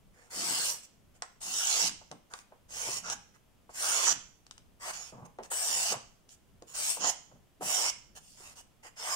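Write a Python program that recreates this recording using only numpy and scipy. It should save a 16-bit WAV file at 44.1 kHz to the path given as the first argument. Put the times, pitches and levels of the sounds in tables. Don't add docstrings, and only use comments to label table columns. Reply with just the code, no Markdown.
import sys
import numpy as np
from scipy import signal
from scipy.fft import rfft, irfft, next_fast_len
from scipy.io import wavfile
from scipy.ndimage import uniform_filter1d

SR = 44100
rng = np.random.default_rng(int(sys.argv[2]) if len(sys.argv) > 2 else 0)


def wrap_up_sound(samples):
    columns = np.atleast_2d(samples).T
    tamed = np.clip(columns, -1, 1)
    steps = np.round(tamed * 32767).astype(np.int16)
    wavfile.write(sys.argv[1], SR, steps)


N = 403515

# [start/s, length/s, first bite/dB, full level/dB, settling/s, release/s,
#   body re rasp/dB before SHEET_BODY_DB, fizz re rasp at start/dB, at end/dB, left re right at start/dB,
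#   strip resonance at start/Hz, its height/dB, taut sheet resonance/Hz]
STROKES = [(0.296, 0.41, -55.5, -35, 0.055, 0.24, -7.5, -2, -0.5, -0.5, 4665, 9, 480),
           (1.403, 0.48, -47.5, -26, .16, 0.027, -12.5, -4, -11, -2.5, 6400, 2.5, 918),
           (2.679, 0.3, -67.5, -37, 0.048, 0.1, -8.5, -5.5, -6, -4, 7260, -0.5, 661),
           (3.024, 0.11, -54.5, -27, 0.12, 0.044, -4, -15, -9, -4, 5900, 9, 1116),
           (3.729, 0.4, -54.5, -27.5, 0.078, 0.014, -9.5, -1, -13.5, -4.5, 6720, 3, 1122),
           (4.789, 0.12, -71.5, -40, 0.034, 0.06, -2.5, -2, -4, 0, 8680, 0.5, 1000),
           (4.922, 0.18, -39.5, -66, .25, 0.062, -11, -12.5, -6, -6, 6800, 3, 910),
           (5.5, 0.43, -42, -26, 0.39, 0.052, -8, 4.5, -7.5, -2, 5450, 5, 720),
           (6.736, 0.18, -43, -34, 0.075, 0.26, -12, -3, 1, -2, 8400, 4.5, 760),
           (6.992, 0.11, -44, -26.5, 0.05, 0.038, -10.5, -26, -6.5, -9, 7000, 9, 850),
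           (7.604, 0.3, -53.5, -32, 0.049, 0.014, -8, 2.5, -10.5, -4.5, 5990, 5.5, 620),
           (8.956, 0.19, -58.5, -37, 0.068, 0.11, -3.5, -5, 1, -2.5, 5400, 11.5, 750)]
SHEET_BODY_DB = 3.0
BODY_DB_PER_S, CURL_DB_PER_S, STRIP_HZ_PER_S = -15, -9.5, -1200
BITE_S = 0.018
DULLING_POWER = 1.29
STRIP_FORMS_S = 0.04
SHEET_PEAK_DB, SHEET_WIDTH_HZ = 3, 260
PORT_LAG_S = 0.0002086


def gain_of(db):
    return 10 ** (np.asarray(db) / 20)


def evened(x):
    return x / np.sqrt(np.mean(x ** 2) + 1e-20)


def read(points, hz, axis=1):
    table = np.array(points, float)
    return np.interp(np.log(hz + 1), np.log(table[:, 0] + 1), table[:, axis])


def band(x, lo_hz, hi_hz, order=4):
    sos = signal.butter(order, [lo_hz, min(hi_hz, SR / 2 - 100)], "band", fs=SR, output="sos")
    return signal.sosfilt(sos, x)


def add(mix, start_s, sound):
    part = mix[:, max(round(start_s * SR), 0):][:, :sound.shape[1]]
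    part += sound[:, :part.shape[1]]


def since(start_s, length_s):
    first = max(round(start_s * SR), 0)
    at = np.arange(first, min(round((start_s + length_s) * SR), N))
    return at, (at - at[0]) / SR


def held(t, rise_s, length_s, release_s):
    return np.minimum(t / rise_s, 1) * gain_of(-60 * np.maximum(t - length_s, 0) / release_s)


def slicing(voice):
    out = np.zeros((2, N))
    for start, length, bite_db, full_db, settle, release, body_db, fizz_start, fizz_end, pan_db, *_ in STROKES:
        at, t = since(start, length + release)
        grown = np.minimum(t, length)
        pull = gain_of(full_db + (bite_db - full_db) * np.exp(-grown / settle))
        body = SHEET_BODY_DB + body_db + BODY_DB_PER_S * grown
        fizz = fizz_start + (fizz_end - fizz_start) * (grown / length) ** DULLING_POWER
        colour = blend(voice[..., at], body, fizz, pan_db + CURL_DB_PER_S * grown)
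        add(out, start, pull * held(t, BITE_S, length, release) * colour)
    return out


def paper_voice():
    # [f/Hz, left/dB, right/dB]
    radiation = [(150, -33, -38.5), (326, -21, -25), (665, -9.5, -12), (1680, -16.5, -9),
                 (2390, -8.5, -9.5), (2870, -5.5, -1), (3900, -11, -8.5), (5480, -3, 4), (5900, -8, 3.5),
                 (7076, -7, 7), (7640, -7.5, -9), (7920, -6, -11.5), (9020, -16, -21), (12300, -28, -28),
                 (16000, -32.5, -30)]
    snaps = fibres(per_s=12000, spread_db=1.5, rub=0.44, catch_db=1.1)
    cut = ports(snaps, lambda hz: read(radiation, hz, axis=1), lambda hz: read(radiation, hz, axis=2))
    body, rasp, fizz = split(bending(cut, shared_db=3.0, own_db=2.5, width_hz=250))
    return np.array([evened(body), [evened(side) for side in rasp], evened(fizz)])


def fibres(per_s, spread_db, rub, catch_db):
    sizes = gain_of(spread_db * np.minimum(rng.exponential(1, N), 4))
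    snaps = (rng.random(N) < per_s / SR) * sizes
    catch = evened(band(rng.standard_normal(N), 25, 450, order=1))
    return (evened(snaps) + rub) * gain_of(catch_db * catch) * rng.standard_normal((2, N))


def ports(pair, left=None, right=None):
    # [f/Hz, correlation 0-1]
    likeness = [(100, 0.99), (700, 1), (1500, 0.49), (2400, 0.81), (3500, 0.04), (14000, 0.59)]
    size = next_fast_len(pair.shape[1] + 512)
    hz, (a, b) = np.fft.rfftfreq(size, 1 / SR), rfft(pair, size)
    same = np.clip(read(likeness, hz), 0, .99)
    partly_alike = same * a + np.sqrt(1 - same ** 2) * b
    z = np.array([a, partly_alike * np.exp(-2j * np.pi * hz * PORT_LAG_S)])
    if left is not None:
        z *= gain_of([left(hz), right(hz)])
    return irfft(z, size)[:, :pair.shape[1]]


def bending(x, shared_db, own_db, width_hz):
    hz, t, z = signal.stft(x, SR, nperseg=512, noverlap=384)
    drift = rng.standard_normal((len(t), len(hz), 3)).T
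    for size, axis in ((3, 1), (24, 2), (10, 2)):
        drift = uniform_filter1d(drift, size=size, axis=axis)
    drift = evened(drift)
    treble = np.minimum(hz / 3400, 1)[:, None]
    wander_db = shared_db * drift[2] + own_db * treble * drift[:2]
    z *= gain_of(resonances(hz[:, None], t, width_hz) + wander_db)
    return signal.istft(z, nperseg=512, noverlap=384)[1][:, :N]


def resonances(hz, t, width_hz):
    cuts = np.array(STROKES)
    latest = np.maximum(np.searchsorted(cuts[:, 0], t) - 1, 0)
    start, length, *_, strip_hz, height_db, sheet_hz = cuts[latest].T
    grown = np.clip(t - start, 0, length)
    formed_db = height_db * (1 - np.exp(-grown / STRIP_FORMS_S)) * (t < start + length)
    strip = formed_db / (1 + ((hz - strip_hz - STRIP_HZ_PER_S * grown) / width_hz) ** 2)
    return strip + SHEET_PEAK_DB / (1 + ((hz - sheet_hz) / SHEET_WIDTH_HZ) ** 2)


def split(x):
    size = next_fast_len(N)
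    hz, z = np.fft.rfftfreq(size, 1 / SR), rfft(x, size)
    low = 1 / (1 + (hz / 2300) ** 10)
    high = 1 - 1 / (1 + (hz / 8000) ** 24)
    return [irfft(z * share, size)[:, :N] for share in (low, 1 - low - high, high)]


def blend(voice, body_db, fizz_db, pan_db):
    body, rasp, fizz = voice
    right_share = 1 / (1 + gain_of(pan_db) ** 2)
    turn = np.sqrt([2 * (1 - right_share), 2 * right_share]).reshape(2, -1)
    return gain_of(body_db) * body + turn * rasp + gain_of(fizz_db) * fizz


def brushing(voice, fizz_db=-4, pan_db=-6, arch_power=0.52):
    # [start/s, length/s, level/dB, body re rasp/dB]
    brushes = [(0.13, 0.17, -68.5, 5.5), (0.827, 0.033, -54.5, -16), (1.139, 0.043, -69, 0),
               (2.299, 0.13, -59, -10), (3.337, 0.037, -68, 3.5), (3.694, 0.048, -60.5, -8),
               (5.1, .16, -83, 12), (5.249, 0.02, -59, -1), (5.427, 0.041, -54.5, -3.5),
               (6.285, 0.071, -59, -13), (6.668, 0.091, -54.5, -8.5), (8.151, 0.041, -50.5, -8.5),
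               (8.197, 0.19, -59.5, -33), (8.366, .18, -53.5, -6), (8.554, 0.065, -53, -7.5),
               (8.828, 0.068, -55, 1.5)]
    out = np.zeros((2, N))
    for start, length, db, body_db in brushes:
        at, t = since(start, length)
        arch = abs(np.sin(np.pi * t / length)) ** arch_power
        add(out, start, gain_of(db) * arch * blend(voice[..., at], body_db, fizz_db, pan_db))
    return out


def ticks(snap_s=0.0012, scuff_s=0.0087, scuff=0.13):
    # [t/s, peak level/dB]
    tick_events = [(1.2215, -23), (1.8937, -26), (2.1139, -35.5), (2.3367, -30), (2.389, -42), (3.064, -35),
                   (3.0997, -23), (4.466, -43.5), (4.5103, -33), (4.579, -42.5), (5.386, -51),
                   (5.434, -40.5), (5.9232, -27), (6.291, -43.5), (6.6225, -45), (7.0439, -21)]
    # [f/Hz, gain/dB]
    tick_tone = [(200, -11), (1500, -1.5), (3800, -1.5), (6200, 4), (8500, -2), (14000, -35.5)]
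    out, t = np.zeros((2, N)), np.arange(4000) / SR
    tone = lambda hz: read(tick_tone, hz)
    decay = np.exp(-t / snap_s) + scuff * np.exp(-t / scuff_s)
    for start, db in tick_events:
        burst = rng.standard_normal((2, len(t))) * decay
        tick = ports(np.pad(burst, ((0, 0), (22, 0))), tone, tone)
        add(out, start, gain_of(db) * tick / abs(tick.mean(0)).max())
    return out


def flutter(rise_s=0.012, release_s=0.17, edge_ratio=1.564):
    # [start/s, length/s, level/dB, band centre/Hz]
    shudders = [(0.353, 0.24, -53, 220), (1.445, 0.088, -60.5, 220), (1.818, 0.087, -51, 210),
                (2.102, 0.048, -55, 200), (2.302, 0.037, -54.5, 1000), (2.503, 0.044, -68, 700),
                (2.857, 0.33, -61, 150), (4.102, 0.061, -56.5, 190), (5.118, 0.14, -54.5, 150),
                (5.119, .14, -55, 700), (5.687, 0.073, -63, 200), (5.89, 0.075, -53, 160),
                (6.985, 0.1, -55.5, 230), (7.329, 0.027, -59, 170), (7.593, 0.084, -53.5, 210)]
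    flaps = ports(fibres(per_s=440, spread_db=1.5, rub=0.99, catch_db=2.0))
    out = np.zeros((2, N))
    for start, length, db, hz in shudders:
        at, t = since(start, length + release_s)
        shudder = evened(band(flaps[:, at], hz / edge_ratio, hz * edge_ratio, order=3))
        add(out, start, gain_of(db) * held(t, rise_s, length, release_s) * shudder)
    return out


def buckles(lift_db=3.0, edge_ratio=1.524, t60_s=0.091):
    # [t/s, peak level/dB before lift_db, pitch/Hz]
    pops = [(1.221, -36.5, 980), (1.804, -36.5, 1320), (2.012, -52, 664), (2.113, -44, 656.2),
            (2.337, -40.5, 910), (2.522, -49, 666), (2.885, -38, 536), (3.692, -46.5, 740),
            (4.07, -29, 1160), (5.124, -47, 503), (5.386, -36, 550), (5.403, -43, 396), (5.515, -34.5, 844),
            (5.919, -31.5, 750), (5.94, -32.5, 770), (6.621, -45.5, 450), (6.97, -36.5, 710),
            (7.041, -31.5, 800), (7.314, -56.5, 610), (7.356, -60, 583), (7.609, -35, 565),
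            (7.621, -34.5, 700), (8.403, -54, 479)]
    out, t = np.zeros((2, N)), np.arange(8000) / SR
    for start, db, hz in pops:
        push = rng.standard_normal((2, len(t))) * gain_of(-60 * t / t60_s)
        pop = ports(band(push, hz / edge_ratio, hz * edge_ratio, order=2))
        add(out, start, gain_of(db + lift_db) * pop / abs(pop.mean(0)).max())
    return out


def room(x, early_db=-13.0):
    # [f/Hz, t60/s, level/dB]
    reverberation = [(200, 0.4, -10.5), (895, 0.39, -7.5), (3020, 0.44, -7), (6900, 0.45, -13.5),
                     (13000, 0.051, 0)]
    count = SR // 2
    late = np.arange(count) / SR > .009
    taps = rng.choice([-1., 1.], (2, count)) * (rng.random((2, count)) < .1) * late
    hz, t, z = signal.stft(taps, SR, nperseg=256)
    t60 = np.maximum(read(reverberation, hz), .05)[:, None]
    level_db = read(reverberation, hz, axis=2)[:, None]
    tail_energy = .1 * SR * t60 / np.log(1e6)
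    z *= gain_of(level_db - 60 * t / t60) / np.sqrt(tail_energy)
    response = signal.istft(z, SR, nperseg=256)[1]
    for side in response:
        side[rng.integers(60, 800, 8)] += gain_of(early_db) * rng.choice([-1, 1], 8) / np.sqrt(8)
    return signal.fftconvolve(x, response, axes=1)[:, :N]


def room_tone(level_db=-64.0, same=0.38, swell_db=2.5):
    # [f/Hz, relative density/dB]
    hush = [(12, 1.5), (20, 7), (213, -0.5), (324, -7), (519, -8.5), (1870, -19.5), (3170, -18.5),
            (3960, -24), (6910, -24), (15500, -28)]
    size = next_fast_len(N)
    noise, hz = rng.standard_normal((3, size)), np.fft.rfftfreq(size, 1 / SR)
    z = rfft(same * noise[2] + (1 - same) * noise[:2]) * gain_of(read(hush, hz))
    low = 1 / (1 + (hz / 260) ** 4)
    swell = evened(irfft(rfft(rng.standard_normal(size)) * (hz < 4), size))
    rumble = irfft(z * low, size) * gain_of(swell_db * swell)
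    hiss = irfft(z * (1 - low), size)
    return gain_of(level_db) * evened((rumble + hiss)[:, :N])


def scene():
    voice = paper_voice()
    paper = slicing(voice) + brushing(voice) + ticks() + flutter() + buckles()
    return paper + room(paper) + room_tone()


def record(dry, edge_hz=15800):
    lowpass = signal.firwin(511, edge_hz, window=("kaiser", 9), fs=SR)
    return signal.oaconvolve(dry, lowpass[None], "same")


dry = scene()
out = record(dry)
wrap_up_sound(out)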